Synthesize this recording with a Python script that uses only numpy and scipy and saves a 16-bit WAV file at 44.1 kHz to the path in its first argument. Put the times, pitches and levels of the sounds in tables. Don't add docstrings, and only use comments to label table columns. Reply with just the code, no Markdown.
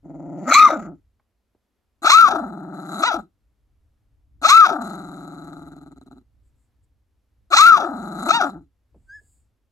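import sys
import numpy as np
from scipy import signal
from scipy.fft import rfft, irfft, next_fast_len
from scipy.io import wavfile
from scipy.ndimage import uniform_filter1d, minimum_filter1d, map_coordinates

SR = 44100
rng = np.random.default_rng(int(sys.argv[2]) if len(sys.argv) > 2 else 0)


def log_audio(samples):
    frames = np.atleast_2d(samples).T
    limited = np.clip(frames, -1, 1)
    pcm = np.round(limited * 32767).astype(np.int16)
    wavfile.write(sys.argv[1], SR, pcm)


def volts_from_db(level):
    exponent = np.asarray(level, float) / 20
    return 10 ** exponent


N = 428211
T = np.arange(N) / SR
TURN_S = 1.5
LOUD_CRY_HZ = 1100

# start/s, end/s
CALLS = [
    (0.03, 1.0),
    (2.02, 3.3),
    (4.416, 6.225),
    (7.503, 8.72),
]
# top t/s, top f/Hz, rise/s, fall/s, level/dB
YELPS = [
    (0.618, 1260, .12, 0.11, 2.4),
    (2.2, 1358, .175, .16, 1.13),
    (3.073, 972.2, .062, .08, -0.56),
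    (4.585, 1353, .177, .15, 0.67),
    (7.68, 1377, .185, .17, -0.37),
    (8.359, 936, 0.084, .085, 2.2),
]
# undertone level/dB, top flatness/1, extra mouth/dB, extra rasp rising/dB, grip lost after top/s
YELP_COLOURS = [(-28, 3.4, 4, 8, .049), (-15, 2.1, 3, 7, 0.027), (-13, 2.2, 1, 1.6, 0.072),
                (-14, 2.1, 2, 5, 0.11), (-15.5, 2.3, 4, 9, 0.044), (-28, 2.6, -4, 2, 0.15)]
# t of a flap/s, flap rate/Hz
FLAPS = [(.09, 19.9), (.78, 20.1), (2.37, 19.9), (4.844, 21.1), (7.849, 22.3), (8.503, 19.2)]
# t/s, pitch f/Hz, level/dB, flutter level/dB, lips open level/dB
GROWL_1 = [(.03, 156, -40.5, 2, -18), (.09, 150, -36.5, 6.5, -18), (.35, 156.6, -33, -2, -16.5),
           (.45, 165, -35, -4.7, -5), (.76, 165.6, -36, 1.5, 8.5), (.86, 166.8, -37, -4.5, -0.5),
           (.92, 155, -33.5, 6, -28), (1.01, 148.4, -66, 4, 4)]
GROWL_2 = [(2.02, 170.3, -49.5, .3, 0.5), (2.42, 171.3, -33, 1.17, -4), (2.71, 167.5, -35, 1.2, -10.5),
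           (2.76, 167.5, -33.5, 3.6, 0), (2.86, 163.8, -36.5, 0.98, 3), (2.95, 169.8, -32, 0.94, 10.5),
           (3.15, 164.8, -50, 0.77, 29), (3.239, 165, -46, 0.266, -3), (3.321, 155, -79, 0.23, -5)]
GROWL_3 = [(4.79, 175, -38, .3, -8), (4.819, 172.7, -31.5, .3, 6), (5.05, 164, -37, 1, 2.9),
           (5.55, 156, -38, 5.2, 1.5), (5.902, 141.1, -42.5, 13.3, -2.5), (6.06, 127.5, -48, 63, 0),
           (6.11, 132.6, -42, 15, -2), (6.202, 126.4, -47, 11, -1), (6.261, 124.7, -80, 7.6, -8)]
GROWL_4 = [(7.9, 189.5, -36, 2.5, -2.5), (7.959, 184.9, -31.5, 1.7, -0.5), (8.142, 178.9, -33.5, 0.17, 3),
           (8.221, 185, -31, 1.5, 9), (8.498, 165.8, -43, 0.7, 13), (8.559, 158.3, -35, 1.6, -16),
           (8.65, 146.8, -55, 4.1, -4), (8.74, 125.8, -107, 6, -13.5)]
# tension f/Hz, chest/dB, nose/dB, mouth/dB, rasp/dB
PUSH = [(155, -83, -86.5, -88, -93), (198.96, -35, -39.5, -39.5, -58), (320, -31, -29, -26.5, -33.5),
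        (485, -35, -29.5, -20.5, -30), (690, -43, -25, -13, -25), (850, -53, -31, -26, -33),
        (970, -56, -21, -20, -19.5), (1120, -56, -48, -10, -21.5), (1400, -60.5, -38, -3.5, -21)]
# level/dB past the top, past the break, in the growl, chin down
FALLING_DB = [1, 1.94, 2, -7]
BROKEN_DB = [0, -0.97, -3.5, -4.5]
GROWL_DB = [-0.73, -8.5, -8, -21.5]
TUCK_DB = [-0.35, 2, -11, 5]
# dB per dB of growl softness, dB per dB of lip opening
THINNING = [.01, 1, 1, 0.21]
LIPS = [0.011, .2, .55, 1.2]
# f/Hz, width/Hz, level/dB
CHEST = [(200, 110, -5), (300, 90, 0)]
NOSE_DOWN = [(640, 330, 0)]
NOSE_UP = [(738, 285, 0)]
MOUTH = [(1295, 230, 0)]
# f/Hz, width/Hz, level/dB
RASP_TUCKED = [(1850, 500, 0), (4800, 990, -9), (6900, 1100, -4.5), (7650, 700, -7), (10100, 6900, -17)]
RASP_SHUT = [(1832, 400, -3), (4000, 330, 2.5), (5070, 630, -9), (6870, 1100, -3), (8780, 820, -5.5),
             (11190, 600, -4), (14200, 730, -14)]
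# f/Hz, width/Hz, level/dB
RASP_GAPE = [(2070, 330, 1.5), (3130, 400, -5.5), (3730, 350, -1.5), (5900, 700, -4), (6900, 900, -8),
             (8600, 600, -13.5), (11550, 900, -13.5), (14600, 1200, -20)]
RASP_OPEN = [(2150, 1100, -4), (3400, 410, 0.5), (3814, 280, .5), (4974, 830, -5), (5916, 600, -3.5),
             (7030, 500, -7.5), (8600, 600, -11.5), (11340, 600, -11), (14600, 1200, -16.5)]
# f/Hz, left-right level/dB
FACING_DB = [(60, -2.5), (150, -6.5), (380, 4), (950, 4.5), (2380, 3.5), (5980, -13), (15000, 0)]
ACROSS_DB = [(60, 5), (150, -4), (380, 3), (950, 10.5), (2380, -1.5), (5980, -4), (15000, 3.5)]
# f/Hz, left lead/rad
FACING_RAD = [(0, 0), (2070, -0.5), (4480, 0.6), (6290, 7.9), (8610, 5.7), (10900, 0.2), (12300, -0.4),
              (15500, -12.8)]
ACROSS_RAD = [(300, 0.1), (1120, .5), (2200, 2.1), (3100, 2.9), (6980, 7.7), (9040, 3.9), (11300, 0.1),
              (15500, -6.4)]
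# t/s, f/Hz, level/dB
SQUEAK = [(9.06, 1534, -94), (9.098, 1563, -43.5), (9.158, 1740, -42), (9.19, 1655, -48.5),
          (9.2, 1730, -54), (9.212, 1682, -90), (9.242, 1670, -77), (9.27, 1666, -87)]
# multiple/1, level/dB
SQUEAK_TONES = [(2, -41.5), (3, -26.5), (4, -30), (5, -42)]
# t/s, length/s, level/dB
SNIFFS = [(6.47, .06, -80), (6.618, 0.099, -80), (6.842, 0.021, -77.5), (9.105, 0.25, -81),
          (9.314, 0.19, -68)]
# t/s, level/dB, f/Hz, t60/s
PAWS = [(1.196, -58.5, 933, 0.028), (1.549, -55.5, 393, 0.041), (8.945, -51, 467, .07),
        (8.959, -49, 225, 0.15), (9.21, -62, 300, 0.09)]
# f/Hz, t60/s
PEN = [(200, .15), (1500, .16), (8000, .12)]
# t/s, level/dB, length/s
BUMPS = [(0.0, -62.5, 0.27), (0.853, -58.5, 0.18), (2.342, -55, .17), (3.155, -54, 0.044), (3.778, -74, .2),
         (4.378, -54.5, 0.052), (5.2, -59, 0.91), (6.7, -72, 0.41), (7.868, -57.5, 0.24), (8.248, -62, .15),
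         (8.6, -54, 0.0494), (8.961, -61, 0.03054), (9.2, -63, 0.2601)]
# f/Hz, density level/dB per Hz
HUM_COLOUR = [(20, -16), (59, 0), (91, -8), (123, -12.5), (200, -36), (300, -23.5), (390, -51.5),
              (660, -120)]
HUSH_COLOUR = [(120, -36), (200, 4), (273, -1.5), (1860, -15.5), (8320, -24.5), (9460, -27.5), (11600, -21),
               (15000, -35)]
GROWL = GROWL_1 + GROWL_2 + GROWL_3 + GROWL_4


def unit(x):
    return x / np.sqrt(np.mean(x ** 2) + 1e-20)


def even(x, span_s=.04):
    return x / np.sqrt(np.abs(uniform_filter1d(x ** 2, int(span_s * SR))) + 1e-12)


def along(points, hz):
    f, v = np.transpose(points)
    return np.interp(np.log(hz + 1), np.log(f + 1), v)


def curves(rows):
    s, *cols = np.transpose(rows)
    return np.array([np.interp(T, s, c) for c in cols])


def wobble(rate_hz):
    return map_coordinates(rng.standard_normal(int(N * rate_hz / SR) + 4), [T * rate_hz])


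def filtered(x, response):
    m = next_fast_len(N + SR // 4)
    return irfft(rfft(x, m) * response(np.fft.rfftfreq(m, 1 / SR)), m)[..., :N]


def ringing(modes):
    def response(f):
        total = 0
        for k, (hz, width_hz, db) in enumerate(modes):
            damping = 1j * f * width_hz
            total = total + (-1) ** k * volts_from_db(db) * damping / (hz * hz - f * f + damping)
        return total
    return response


def band(low_hz, high_hz):
    return lambda f: 1 / (1 + (low_hz / (f + 1)) ** 20) / (1 + (f / high_hz) ** 20)


def ring(x, modes, low_hz, high_hz):
    return unit(filtered(x, lambda f: ringing(modes)(f) ** 2 * band(low_hz, high_hz)(f)))


def puppy():
    pulses, puffs, noisy, strain, opened, flutter, tick = folds()
    voice = (1 - noisy) * pulses + 5 * noisy * puffs
    rough = (1 - noisy) * pulses + 5 * (noisy + strain) * puffs
    chest_drive = pulses + (1.5 * noisy + .5 * opened) * puffs
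    facing = T < TURN_S

    chest = filtered(chest_drive, lambda f: ringing(CHEST)(f) * band(126, 432)(f))
    nose = np.where(facing, ring(voice, NOSE_DOWN, 480, 1050), ring(voice, NOSE_UP, 480, 1050))
    mouth = ring(voice, MOUTH, 1050, 2100)
    jaw_shut = np.where(facing, ring(rough, RASP_TUCKED, 1700, 15800), ring(rough, RASP_SHUT, 1700, 15800))
    jaw_open = np.where(facing, throat(rough, RASP_GAPE), throat(rough, RASP_OPEN))
    jaw_open = filtered(jaw_open, lambda f: 1 - 0.7 * np.exp(-((f - 3050) / 260) ** 2))
    rasp = (1 - opened) * even(jaw_shut) + opened * even(jaw_open)

    paths = [even(chest), tick * even(nose), tick * even(mouth), tick * rasp]
    return sum(gain * path for gain, path in zip(effort(), paths)) * flutter


def throat(rough, modes):
    shortening = 1.09
    short_modes = [(hz * shortening if hz < 8000 else hz, w, db) for hz, w, db in modes]
    early = 0
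    for top_s, _, rise_s, *_ in YELPS:
        early = early + np.exp(-((T - top_s + .6 * rise_s) / (.6 * rise_s)) ** 2)
    early = np.clip(early, 0, 1)
    return early * ring(rough, short_modes, 1700, 15800) + (1 - early) * ring(rough, modes, 1700, 15800)


def folds():
    growl_hz, _, dip_db, _ = curves(GROWL)
    arches = [arch_of(*yelp[:4], colour[1]) for yelp, colour in zip(YELPS, YELP_COLOURS)]
    lift_hz, flaps = sum(lift for _, lift in arches), palate()
    lifted = lift_hz / 185
    hz = growl_hz + lift_hz
    noisy = .42 + .3 * lifted
    sway = .12 * np.clip((growl_hz - 125) / 40, .45, 1) * (1 - .4 * lifted)
    hz = hz * np.exp(-(sway + .04) * np.cos(2 * np.pi * flaps) + .02 * wobble(90))

    opened, under, flank, strain = np.zeros((4, N))
    split, shake = np.ones(N), wobble(140)
    for (top_s, top_hz, *_), (under_db, *_), (arch_hz, _) in zip(YELPS, YELP_COLOURS, arches):
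        loud = top_hz > LOUD_CRY_HZ
        high = np.clip((arch_hz / top_hz - .45) / .35, 0, 1)
        between = high * (1 - high)
        flank += 4 * between
        hz = np.maximum(hz, arch_hz * np.exp((.017 + .12 * between + .03 * (1 - high)) * shake))
        clear_rising = np.clip(arch_hz / 500, 0, .8 if loud else .45) + (.2 if loud else .55) * high
        noisy = noisy + (.065 - noisy) * np.where(T < top_s, clear_rising, high ** 2)
        strain += .5 * loud * high + .01 * high
        opened = np.maximum(opened, np.clip((arch_hz - 100) / 400, 0, 1))
        under += volts_from_db(under_db) * high
        split[arch_hz > 0] = 3 if loud else 2
    jaw_samples = .05 * SR
    closing = signal.lfilter([1 / jaw_samples], [1, 1 / jaw_samples - 1], opened)
    opened = np.maximum(opened, closing)

    phase = 2 * np.pi * np.cumsum(hz) / SR
    pulses = sum(k ** -.7 * np.cos(k * phase) * (k * hz < 9000) for k in range(1, 31))
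    pulses *= volts_from_db((1.2 + 3 * flank) * wobble(170))
    undertone = np.cos(phase / split) + .6 * np.cos(2 * phase / split)
    pulses *= 1 + 2 * under * volts_from_db(4 * wobble(60)) * undertone
    breath_gate = .3 + np.maximum(np.cos(phase), 0) ** 2
    puffs = rng.standard_normal(N) * breath_gate * volts_from_db(2.8 * wobble(90))

    dip_db = dip_db * (1 - opened)
    palate_shut = np.clip(np.cos(2 * np.pi * (flaps + .2)) + .15, 0, 1)
    tick_db = .4 * dip_db * np.exp(-(flaps % 1) / .12)
    return pulses, puffs, np.clip(noisy, 0, 1), strain, opened, volts_from_db(-dip_db * palate_shut), volts_from_db(tick_db)


def arch_of(top_s, top_hz, rise_s, fall_s, flat):
    before_s = np.maximum(top_s - rise_s - T, 0)
    after_s = np.maximum(T - top_s - fall_s, 0)
    lift_hz = np.where(T < top_s, 136.3 * np.exp(-before_s / .03), 185 * np.exp(-after_s / (.45 * fall_s)))
    from_top = np.abs((T - top_s) / np.where(T < top_s, rise_s, fall_s))
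    return top_hz * (1 - from_top ** flat), lift_hz


def palate():
    restart_s, tiring_per_s2 = .15, .45
    flap_s, rate_hz = np.transpose(FLAPS)
    now = np.maximum(np.searchsorted(flap_s - restart_s, T) - 1, 0)
    since_s = np.clip(T - flap_s[now], -1, 2)
    return rate_hz[now] * since_s - tiring_per_s2 * since_s ** 2


def effort():
    column = lambda v: np.array(v)[:, None]
    rest_hz, firm_db = 150, -35
    _, level_db, _, lips_db = curves(GROWL)
    growl_db = level_db + column(GROWL_DB) + column(LIPS) * lips_db
    growl_db += column(TUCK_DB) * (T < YELPS[0][0])
    growl_db += column(THINNING) * np.minimum(level_db - firm_db, 0)
    power = volts_from_db(growl_db) ** 2

    tension_hz, *push_db = np.transpose(PUSH)
    for (top_s, top_hz, rise_s, fall_s, db), (_, flat, mouth_db, rasp_db, grip_s) in zip(YELPS, YELP_COLOURS):
        arch_hz, lift_hz = arch_of(top_s, top_hz, rise_s, fall_s, flat)
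        tight = np.log(np.maximum(arch_hz, rest_hz + lift_hz))
        cry_db = db + np.array([np.interp(tight, np.log(tension_hz), c) for c in push_db])
        cry_db += column(FALLING_DB) * np.clip((T - top_s) / (0.27 * fall_s), 0, 1)
        cry_db += column(BROKEN_DB) * (T > top_s + grip_s)
        rising = np.clip((top_s - T) / (.4 * rise_s), 0, 1)
        summit = np.clip((arch_hz / top_hz - .8) / .05, 0, 1)
        cry_db[2] += mouth_db * (rising if top_hz > LOUD_CRY_HZ else summit)
        cry_db[2] += -10.5 * (T > top_s) * np.exp(-(4 * (tight - np.log(654))) ** 2)
        cry_db[3] += rasp_db * rising
        left_s = top_s + grip_s - T
        stutter_db = -11 * (left_s > 0) * np.exp(-np.abs(left_s) / .035) * np.sin(np.pi * 75 * left_s) ** 6
        power += volts_from_db(uniform_filter1d(cry_db, 200) + stutter_db) ** 2 * (lift_hz > 1)

    attack_s, attack_db = .03, -14
    swell_db, sounding = np.zeros((2, N))
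    for start_s, end_s in CALLS:
        swell_db += attack_db * np.clip(1 - (T - start_s) / attack_s, 0, 1) * (T > start_s - .01)
        sounding += (T > start_s) * (T < end_s)
    return np.sqrt(power) * volts_from_db(swell_db) * uniform_filter1d(sounding, 100)


def ports(x, balance, lead):
    half = lambda f: volts_from_db(along(balance, f) / 2) * np.exp(.5j * np.interp(f, *np.transpose(lead)))
    return filtered(x, lambda f: np.array([half(f), 1 / half(f)]))


def mate():
    hz, db = curves(SQUEAK)
    phase = 2 * np.pi * np.cumsum(hz) / SR
    tone = np.sin(phase) + sum(volts_from_db(level) * np.sin(round(k) * phase) for k, level in SQUEAK_TONES)
    inside = uniform_filter1d(1. * (T > SQUEAK[0][0]) * (T < SQUEAK[-1][0]), 600)
    out = np.sqrt(2) * volts_from_db(db + 1.54 * wobble(50)) * tone * inside

    nostrils = ringing([(4883, 340, -6), (6900, 480, 6.5), (8000, 980, 9)])
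    air = unit(filtered(rng.standard_normal(N), nostrils))
    for s, length_s, db in SNIFFS:
        out += air * volts_from_db(db) * np.exp(-.5 * ((T - s) / (0.37 * length_s)) ** 2)

    for s, db, hz, t60_s in PAWS:
        knock = rng.standard_normal(N) * (T > s) * volts_from_db(-60 * np.abs(T - s) / t60_s)
        knock = filtered(knock, lambda f: ringing([(hz, hz, 0)])(f) ** 2 / (1 + (f / (3 * hz)) ** 2))
        out += volts_from_db(db) * knock / np.abs(knock).max()
    return out


def pen(x):
    hz, t, z = signal.stft(rng.standard_normal((2, SR // 3)), SR, nperseg=256)
    decay = volts_from_db(-60 * t / along(PEN, hz)[:, None])
    tail = signal.istft(z * decay, SR, nperseg=256)[1]
    delayed = np.pad(x, (150, 0))[None]
    return signal.fftconvolve(delayed, tail / np.linalg.norm(tail[0]), axes=1)[:, :N]


def hiss(spectrum, alike):
    common, own = rng.standard_normal(N), rng.standard_normal((2, N))
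    mixed = np.sqrt(alike) * common + np.sqrt(1 - alike) * own
    return unit(filtered(mixed, lambda f: volts_from_db(along(spectrum, f))))


def house():
    hum_db, hush_db = -76, -79
    level = volts_from_db(hum_db)
    for s, db, length_s in BUMPS:
        level = level + volts_from_db(db) * np.exp(-.5 * ((T - s) / length_s) ** 2)
    hum = level * volts_from_db(1.5 * wobble(7)) * hiss(HUM_COLOUR, alike=.86)
    return hum + volts_from_db(hush_db + .8 * wobble(3)) * hiss(HUSH_COLOUR, alike=.7)


def scene():
    port_low_hz = 115
    dog, other = filtered(puppy(), band(port_low_hz, SR)), mate()
    facing = ports(dog * (T < TURN_S), FACING_DB, FACING_RAD)
    across = ports(dog * (T >= TURN_S), ACROSS_DB, ACROSS_RAD)
    walls = volts_from_db(-17) * pen(dog + other)
    return facing + across + other + walls + house()


def low_pass(x):
    return signal.sosfilt(signal.butter(12, 15930, fs=SR, output="sos"), x)


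def record(dry):
    ceiling, limit_s = .97, .004
    need = np.minimum(1, ceiling / (np.abs(dry).max(axis=0) + 1e-9))
    span = int(limit_s * SR)
    gain = uniform_filter1d(minimum_filter1d(need, 2 * span), span)
    return low_pass(gain * dry)


dry = scene()
out = record(dry)
log_audio(out)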